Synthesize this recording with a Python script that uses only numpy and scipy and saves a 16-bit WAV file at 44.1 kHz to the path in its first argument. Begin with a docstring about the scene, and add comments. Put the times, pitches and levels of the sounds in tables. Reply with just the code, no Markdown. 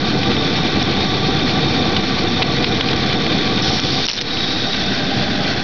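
"""Inside a boat hull, the microphone very close to the cylinders of a model steam plant.
The burner roars in the boiler flue, steam hisses, and the engine chuffs twice a turn.
Hot condensate sizzles and spits. A faintly whistling leak at the gland swells into a wet sputter
that makes the recorder's gain control duck, then blows clear in a dry, whistling jet.
Meanwhile the microphone draws back from the cylinders and turns towards the boiler."""
import sys
import numpy as np
from scipy import signal
from scipy.fft import rfft, irfft, next_fast_len
from scipy.io import wavfile
from scipy.ndimage import uniform_filter1d

SR = 44100
rng = np.random.default_rng(int(sys.argv[2]) if len(sys.argv) > 2 else 0)


def materialize(psi):
    """Save the field psi as 16-bit PCM at rate SR to the path in sys.argv[1].

    A 1-D psi becomes a single channel; in a 2-D psi each row is a channel.
    """
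    bounded = np.clip(np.atleast_2d(psi).T, -1, 1)
    quanta = np.round(bounded * 32767).astype(np.int16)
    wavfile.write(sys.argv[1], SR, quanta)


N = 248283
TIME = np.arange(N) / SR


def from_db(db):
    """Decibels to gain."""
    return 10 ** (np.asarray(db) / 20)


def rms_one(x):
    """Scale to unit rms."""
    return x / np.sqrt(np.mean(x ** 2) + 1e-20)


def in_time(rows):
    """A curve of (seconds, value) points, sample by sample."""
    return np.interp(TIME, *np.transpose(rows))


def drift(rate_hz):
    """Random wander of rms 1, mostly slower than `rate_hz`."""
    hz = np.arange(N // 2 + 1) * SR / N
    return rms_one(irfft(rfft(rng.standard_normal(N)) / (1 + (hz / rate_hz) ** 2), N))


def coloured(x, spectrum, resonances=()):
    """Give a white sound a broad spectrum with narrow peaks and dips, keeping its power."""
    size = next_fast_len(N)
    hz = np.maximum(np.arange(size // 2 + 1) * SR / size, 1)
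    points, db = np.transpose(spectrum)
    lift = 1
    for centre, width, lift_db in resonances:
        lift = lift + (from_db(lift_db) ** 2 - 1) / (1 + ((hz - centre) / width) ** 2) ** 2
    gain = from_db(np.interp(np.log(hz), np.log(points), db)) * np.sqrt(np.abs(lift))
    return irfft(rfft(x, size) * rms_one(gain), size)[:N]


def resonate(x, hz, width_hz):
    """One resonance with gain 1 at its peak."""
    r = np.exp(-np.pi * width_hz / SR)
    feedback = [1, -2 * r * np.cos(2 * np.pi * hz / SR), r * r]
    return signal.lfilter(np.array([1, 0, -1]) * (1 - r * r) / 2, feedback, x + 1e-18)


def droplets(per_s, spread_db):
    """Tiny drops burst at random as clicks of uneven size; rms 1."""
    sizes = from_db(spread_db * np.minimum(rng.exponential(1, N), np.pi)) * rng.choice([-1, 1], N)
    return rms_one(sizes * (rng.random(N) < per_s / SR))


# The flame's low roar. Each row: frequency in Hz, relative level in dB.
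ROAR_SPECTRUM = [(20, -15.5), (45, -12), (70, -8), (130, -2), (240, -1.5), (320, -5), (380, -6.5),
                 (480, -9.5), (550, -16.5), (700, -14.5), (930, -20.5), (1100, -19.5), (1350, -24),
                 (2500, -39.5)]
# Flue and hull resonances, with the microphone by the cylinders and by the boiler.
# Each row: centre in Hz, width in Hz, lift in dB.
HULL_BY_CYLINDERS = [(89, 8.9, 2.5), (134, 14, 4), (201.5, 9.3, 4), (270, 18, 3), (322.7, 26, 5),
                     (485, 40, 5), (602, 18, 4), (735, 33, 8.5), (776.3, 24, 12), (830, 16, -5),
                     (879, 11, 10.5), (1163, 34, 12)]
HULL_BY_BOILER = [(193, 8.9, 3.9), (266, 24, 1.9), (606, 31, 9.3), (700, 27, 8.3), (782, 34, 11.4),
                  (1200, 24, 8.2)]


def burner(boiler_side, flutter_db=1.27):
    """Flame turbulence rings the flue and the hull; different resonances stand out on each side."""
    flame = rng.standard_normal(N) * from_db(flutter_db * drift(22))
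    by_cylinders = coloured(flame, ROAR_SPECTRUM, HULL_BY_CYLINDERS)
    by_boiler = coloured(flame, ROAR_SPECTRUM, HULL_BY_BOILER)
    return (1 - boiler_side) * by_cylinders + boiler_side * by_boiler


# Steam all round the microphone. Each row: frequency in Hz, relative level in dB.
HISS_SPECTRUM = [(500, -13), (1000, -5.5), (1300, -3), (1700, -.5), (2200, -1), (2600, -3.5), (2850, -3.5),
                 (3100, 1.5), (4000, 1.5), (4500, -1), (4700, -5), (5100, -8), (5600, -10), (7000, -8)]
# Cavities close to the microphone on each side. Each row: centre in Hz, width in Hz, lift in dB.
CYLINDER_CAVITIES = [(1385, 18, 6), (1493, 22, 8.5), (1577, 34, 4), (1967, 130, 3.5), (2383, 62, 7.5),
                     (2625, 45, 3), (2900, 78, -4.5), (3445, 40, 8.5), (3540, 45, -4.5), (3730, 90, 6),
                     (3860, 35, -5.5), (4320, 110, 3.5)]
BOILER_CAVITIES = [(1537, 110, 9.5), (1940, 140, 5), (2620, 130, 6.5), (3420, 72, 6.5), (3485, 45, -7.5),
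                   (4630, 120, 2.5), (5380, 90, -3)]


def steam_hiss(boiler_side, flutter_db=0.62, surge_db=1.13):
    """Wet steam hisses unsteadily, coloured by whichever cavities lie next to the microphone."""
    steam = rng.standard_normal(N) + 0.4 * droplets(per_s=810, spread_db=5.0)
    steam *= from_db(flutter_db * drift(37) + surge_db * drift(29))
    by_cylinders = coloured(steam, HISS_SPECTRUM, CYLINDER_CAVITIES)
    by_boiler = coloured(steam, HISS_SPECTRUM, BOILER_CAVITIES)
    return (1 - boiler_side) * by_cylinders + boiler_side * by_boiler


def sizzle(boiler_side, leak_db, cylinder_db=-36.0, boiler_db=-36.5, flash_db=-24.5, fade_db_per_s=45):
    """Water boils off the hot gland in high ticks, with a dense flash when the leak first surges."""
    def ticks(drops, ring_hz=5450, width_hz=540):
        return rms_one(resonate(resonate(drops, ring_hz, width_hz), ring_hz, width_hz))

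    wet_s = TIME - LEAK_SURGES[0][0]
    flash = np.clip(wet_s / SURGE_ATTACK_S, 0, 1) * from_db(flash_db - fade_db_per_s * np.abs(wet_s))
    leak_fed = np.hypot(flash, from_db(leak_db - 17.5))
    idle = from_db(cylinder_db + (boiler_db - cylinder_db) * boiler_side)
    sparse = ticks(droplets(per_s=190, spread_db=-0.7))
    dense = ticks(droplets(per_s=1200, spread_db=1.0))
    return idle * sparse + leak_fed * dense


# The whistle's upper bands on the dry jet. Each row: multiple of the lowest band, relative level in dB.
WHISTLE_BANDS = [(1.218, -6.5), (1.378, -10), (1.55, -17)]
# Short chirps of the whistle. Each row: peak time in seconds, half length in seconds, lift in dB.
WHISTLE_CHIRPS = [(3.576, 0.016, 11), (4.058, 0.0037, 14.5), (4.187, .012, 23), (4.73, 0.0041, 13.5)]
CLEAR_S = 4.2  # the gland blows clear
SEEP_HZ, JET_HZ, SAG_HZ_PER_S = 3666, 3847, 230


def whistle(jet, seep_db=-32, jet_db=-26.5, core_db=-4.0, flutter_db=3.5):
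    """The gland whistles breathily: faint as it seeps, higher on the jet, sagging as pressure drops."""
    clear = TIME > CLEAR_S
    hz = np.where(clear, JET_HZ - SAG_HZ_PER_S * (TIME - CLEAR_S), SEEP_HZ)
    phase = 2 * np.pi * np.cumsum(hz) / SR
    chirps = 1 + sum((from_db(db) - 1) * np.exp(-((TIME - s) / half) ** 2)
                     for s, half, db in WHISTLE_CHIRPS)

    def band(multiple, width_hz):
        angle = multiple * phase
        return rms_one(drift(width_hz) * np.cos(angle) + drift(width_hz) * np.sin(angle))

    seep = from_db(seep_db + flutter_db * np.tanh(drift(15))) * chirps * band(1, width_hz=75)
    upper = sum(from_db(db) * band(multiple, width_hz=175) for multiple, db in WHISTLE_BANDS)
    breath = chirps * band(1, width_hz=175)
    core = from_db(core_db) * band(1, width_hz=50)
    return np.where(clear, from_db(jet_db) * jet * (breath + core + upper), seep)


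# The engine's pace. Each row: time in seconds, crank speed in turns per second.
CRANK_SPEED = [(0, 4.24), (1.8, 4.24), (2.4, 4.37), (3.5, 4.41), (4.1, 4.34), (4.5, 4.15), (5.63, 4.14)]
# A strong and a weak chuff. Each row: place in the turn from 0 to 1, relative level in dB.
STROKES = [(0, -0.5), (0.519, -3)]
# A chuff from close by. Each row: frequency in Hz, relative level in dB.
CHUFF_SPECTRUM = [(900, -21), (1600, -10.5), (2050, -9), (2420, 3.5), (2800, -11), (3100, -2), (3550, -8),
                  (3900, -6), (4250, 3), (4480, -0.5), (4750, -2), (5200, -11), (5700, -16)]


def chuffs(first_s=0.086, swell_turns=0.22, cut_turns=0.14, flutter_db=1.0):
    """Twice a turn wet steam blows past the piston rod: each puff swells and is cut off by the valve."""
    turns = np.cumsum(in_time(CRANK_SPEED)) / SR
    turns -= np.interp(first_s, TIME, turns)
    opening = 0
    for place, db in STROKES:
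        past_peak = (turns - place + 0.5) % 1 - 0.5
        width = np.where(past_peak < 0, swell_turns, cut_turns)
        opening = opening + from_db(db) * np.exp(-(past_peak / width) ** 2)
    steam = rng.standard_normal(N) + 0.7 * droplets(per_s=900, spread_db=5.5)
    return opening * from_db(flutter_db * drift(8)) * rms_one(coloured(steam, CHUFF_SPECTRUM))


def bursts(plugs, spectrum, crack=1.8):
    """Each plug of water bursts with a crack and lets a few milliseconds of steam through."""
    out, t = np.zeros(N), TIME[:SR // 20]
    for start_s, db, decay_s in plugs:
        envelope = np.exp(-t / decay_s)
        puff = rng.standard_normal(len(t)) * envelope + crack * (t == 0)
        puff *= from_db(db) * np.linalg.norm(envelope) / np.linalg.norm(puff)
        start = round(start_s * SR)
        out[start:start + len(t)] += puff[:N - start]
    return coloured(out, spectrum)


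# Condensate spitting near the microphone. Each row: start in seconds, level in dB, decay in seconds.
SPITS = [(.236, -17, .004), (.316, -15, 0.0037), (.5576, -18, .005), (.8223, -13, .002),
         (1.4926, -15, 0.0048), (1.9648, -7.5, 0.0054), (2.4213, -1.5, .002), (2.4252, 1, 0.0035),
         (2.4285, 0, .003), (2.6436, 1.5, .003), (2.809, 2, .0032), (2.888, -15, .004),
         (2.9315, -10, 0.0036), (3.1266, -14, 0.0047), (3.265, -11.5, 0.0035), (3.794, -13.5, 0.0033),
         (4.0852, 11.5, 0.0014), (4.1875, -5, 0.0017), (4.372, -16, 0.0037), (4.731, -18, 0.0029)]
# High snaps, most of them while the gland sputters. Each row: start in seconds, level in dB.
SNAPS = [(.327, -16), (0.827, -0.5), (2.8105, -7), (3.7992, 1.5), (4.0545, 0.5), (4.063, 3.5), (4.0662, 12),
         (4.0797, 1), (4.0852, 9.5), (4.0917, 10), (4.0955, 10.5), (4.0991, 13.5), (4.105, 10),
         (4.113, 9.5), (4.1152, 16), (4.1225, 5.5), (4.126, 4), (4.1327, 11), (4.136, 7.5), (4.138, 5),
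         (4.1472, 4), (4.154, 1.5), (4.2127, 4), (4.219, 0)]
# A spit's pop and a snap's brighter crack. Each row: frequency in Hz, relative level in dB.
SPIT_SPECTRUM = [(200, -15), (900, -4.5), (1500, -7.5), (1850, -4), (2300, -1), (3200, 2), (3900, 1.5),
                 (4400, -6), (5000, -8), (5500, -15.5), (7000, -24.5)]
SNAP_SPECTRUM = [(300, -6), (1500, -10), (2300, -5), (3500, -3.5), (4600, 0.5), (5600, 3), (6300, -7.5),
                 (10000, -8)]


def spits(faint_per_s=1.2, faint_db=-14, faint_decay_s=0.0033, snap_decay_s=0.00092):
    """Hot condensate bursts in pops and short, high snaps, with faint spits at random in between."""
    faint = [(s, faint_db, faint_decay_s) for s in TIME[rng.random(N) < faint_per_s / SR]]
    snaps = [(s, db, snap_decay_s) for s, db in SNAPS]
    return bursts(snaps, SNAP_SPECTRUM) + bursts(list(SPITS) + faint, SPIT_SPECTRUM)


# Surges of the leaking gland. 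Each row: start in seconds, end in seconds, level in dB.
LEAK_SURGES = [(3.619, 3.785, -22.5), (3.833, 4.06, -21.5), (4.072, 4.132, -15), (4.131, 4.192, -13),
               (4.204, 4.22, -16), (5.473, 5.517, -25)]
SURGE_ATTACK_S, SURGE_RELEASE_S = 0.0037, 0.006


def leak_level(jet, seep_db=-48, jet_spray_db=-30):
    """Flow through the gland in dB: a seep, the jet, and surges that shut as water plugs them."""
    flow = from_db(seep_db) + from_db(jet_spray_db) * jet
    for start, end, db in LEAK_SURGES:
        opening = (TIME - start) / SURGE_ATTACK_S
        closing = 1 + (end - TIME) / SURGE_RELEASE_S
        flow += from_db(db) * np.clip(np.minimum(opening, closing), 0, 1)
    return 20 * np.log10(flow)


# The leak's fine spray and low splutter, close up. Each row: frequency in Hz, relative level in dB.
SPRAY_SPECTRUM = [(300, -17), (1000, -18.5), (2000, -13.5), (2850, -4.5), (3100, -0.5), (3650, 2),
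                  (3900, 1), (4250, 5), (4800, -0.5), (5200, -2), (5550, -4), (6000, -6), (9000, -10)]
SPLUTTER_SPECTRUM = [(100, -2.5), (400, -1.5), (1200, -9), (2300, -6.5), (4000, -20)]


def wet_leak(leak_db, flutter_db=2.0, splutter_db=9.0):
    """Steam and water spray from the gland; the stronger the flow, the more it splutters."""
    spray_gain = from_db(leak_db + flutter_db * drift(120))
    spray = coloured(droplets(per_s=6000, spread_db=0.5), SPRAY_SPECTRUM)
    splutter = coloured(droplets(per_s=2800, spread_db=2.0), SPLUTTER_SPECTRUM)
    return spray_gain * spray + from_db(2 * leak_db + splutter_db) * splutter


def dry_jet(attack_s=0.12, hold_s=0.28, fade_db_per_s=11):
    """Strength from 0 to 1 of the jet that blows once the gland is clear."""
    age = TIME - CLEAR_S
    fade = from_db(-fade_db_per_s * np.maximum(age - attack_s - hold_s, 0))
    return np.clip(age / attack_s, 0, 1) * fade


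# The microphone draws back. Each row: time in seconds, relative distance (1 is by the cylinders).
MIC_DISTANCE = [(0, 1.1), (.8, .99), (3.5, 1), (4.3, 1.85), (4.8, 1.75), (5.2, 1.38), (5.63, 1.48)]
# It also turns. Each row: time in seconds, aim from 0 (cylinders) to 1 (boiler).
MIC_AIM = [(0, 0.12), (1.5, 0.06), (4.28, 0), (4.8, 0.94), (5.2, 1)]


def scene(burner_db=-17.5, hiss_db=-22, chuff_db=-23.5):
    """The steam plant at one moving microphone; roar, hiss and chuffs fall off with distance."""
    distance = in_time(MIC_DISTANCE)
    boiler_side = np.clip(in_time(MIC_AIM), 0, 1)
    jet = dry_jet()
    leak_db = leak_level(jet)
    roar = from_db(burner_db) / distance * burner(boiler_side)
    # The hiss comes from all round, so it falls off least.
    hiss = from_db(hiss_db) / distance ** 0.37 * steam_hiss(boiler_side)
    whistling = whistle(jet)
    water = sizzle(boiler_side, leak_db) + wet_leak(leak_db) + spits()
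    engine = from_db(chuff_db) / distance ** 0.87 * chuffs()
    return np.array([roar + hiss + whistling + water + engine] * 2)


def gain_control(x, threshold_db=-10.0, release_db_per_s=210, sense_s=0.0045, treble_db=5.5):
    """Loud moments, shrill ones most, duck the gain; it returns more slowly after a long overload."""
    def smoothed(db, lag_s):
        pole = np.exp(-1 / (lag_s * SR))
        return signal.lfilter([1 - pole], [1, -pole], db)

    treble = from_db(treble_db) * signal.sosfilt(signal.butter(2, 5500, "high", fs=SR, output="sos"), x)
    power = uniform_filter1d(x ** 2 + treble ** 2, int(sense_s * SR))
    over_db = np.maximum(10 * np.log10(np.abs(power) + 1e-12) - threshold_db, 0)
    held_db = np.maximum.accumulate(over_db + release_db_per_s * TIME) - release_db_per_s * TIME
    quick_db = smoothed(held_db, lag_s=0.00023)
    lasting_db = 0.7 * smoothed(held_db, lag_s=0.048)
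    return x * from_db(-np.maximum(quick_db, lasting_db))


def record(dry, dc_offset=0.046, rolloff_hz=5750, stopband_hz=7550):
    """A small mono recorder: a slight offset, gain control, rounded peaks and no high treble."""
    x = gain_control(dry[0] + dc_offset)
    x = 1.254 * np.tanh(x / 1.335)
    x = signal.sosfilt(signal.butter(12, rolloff_hz, fs=SR, output="sos"), x)
    x = signal.sosfilt(signal.cheby2(16, 60, stopband_hz, fs=SR, output="sos"), x)
    return np.array([x, x])


dry = scene()
out = record(dry)
materialize(out)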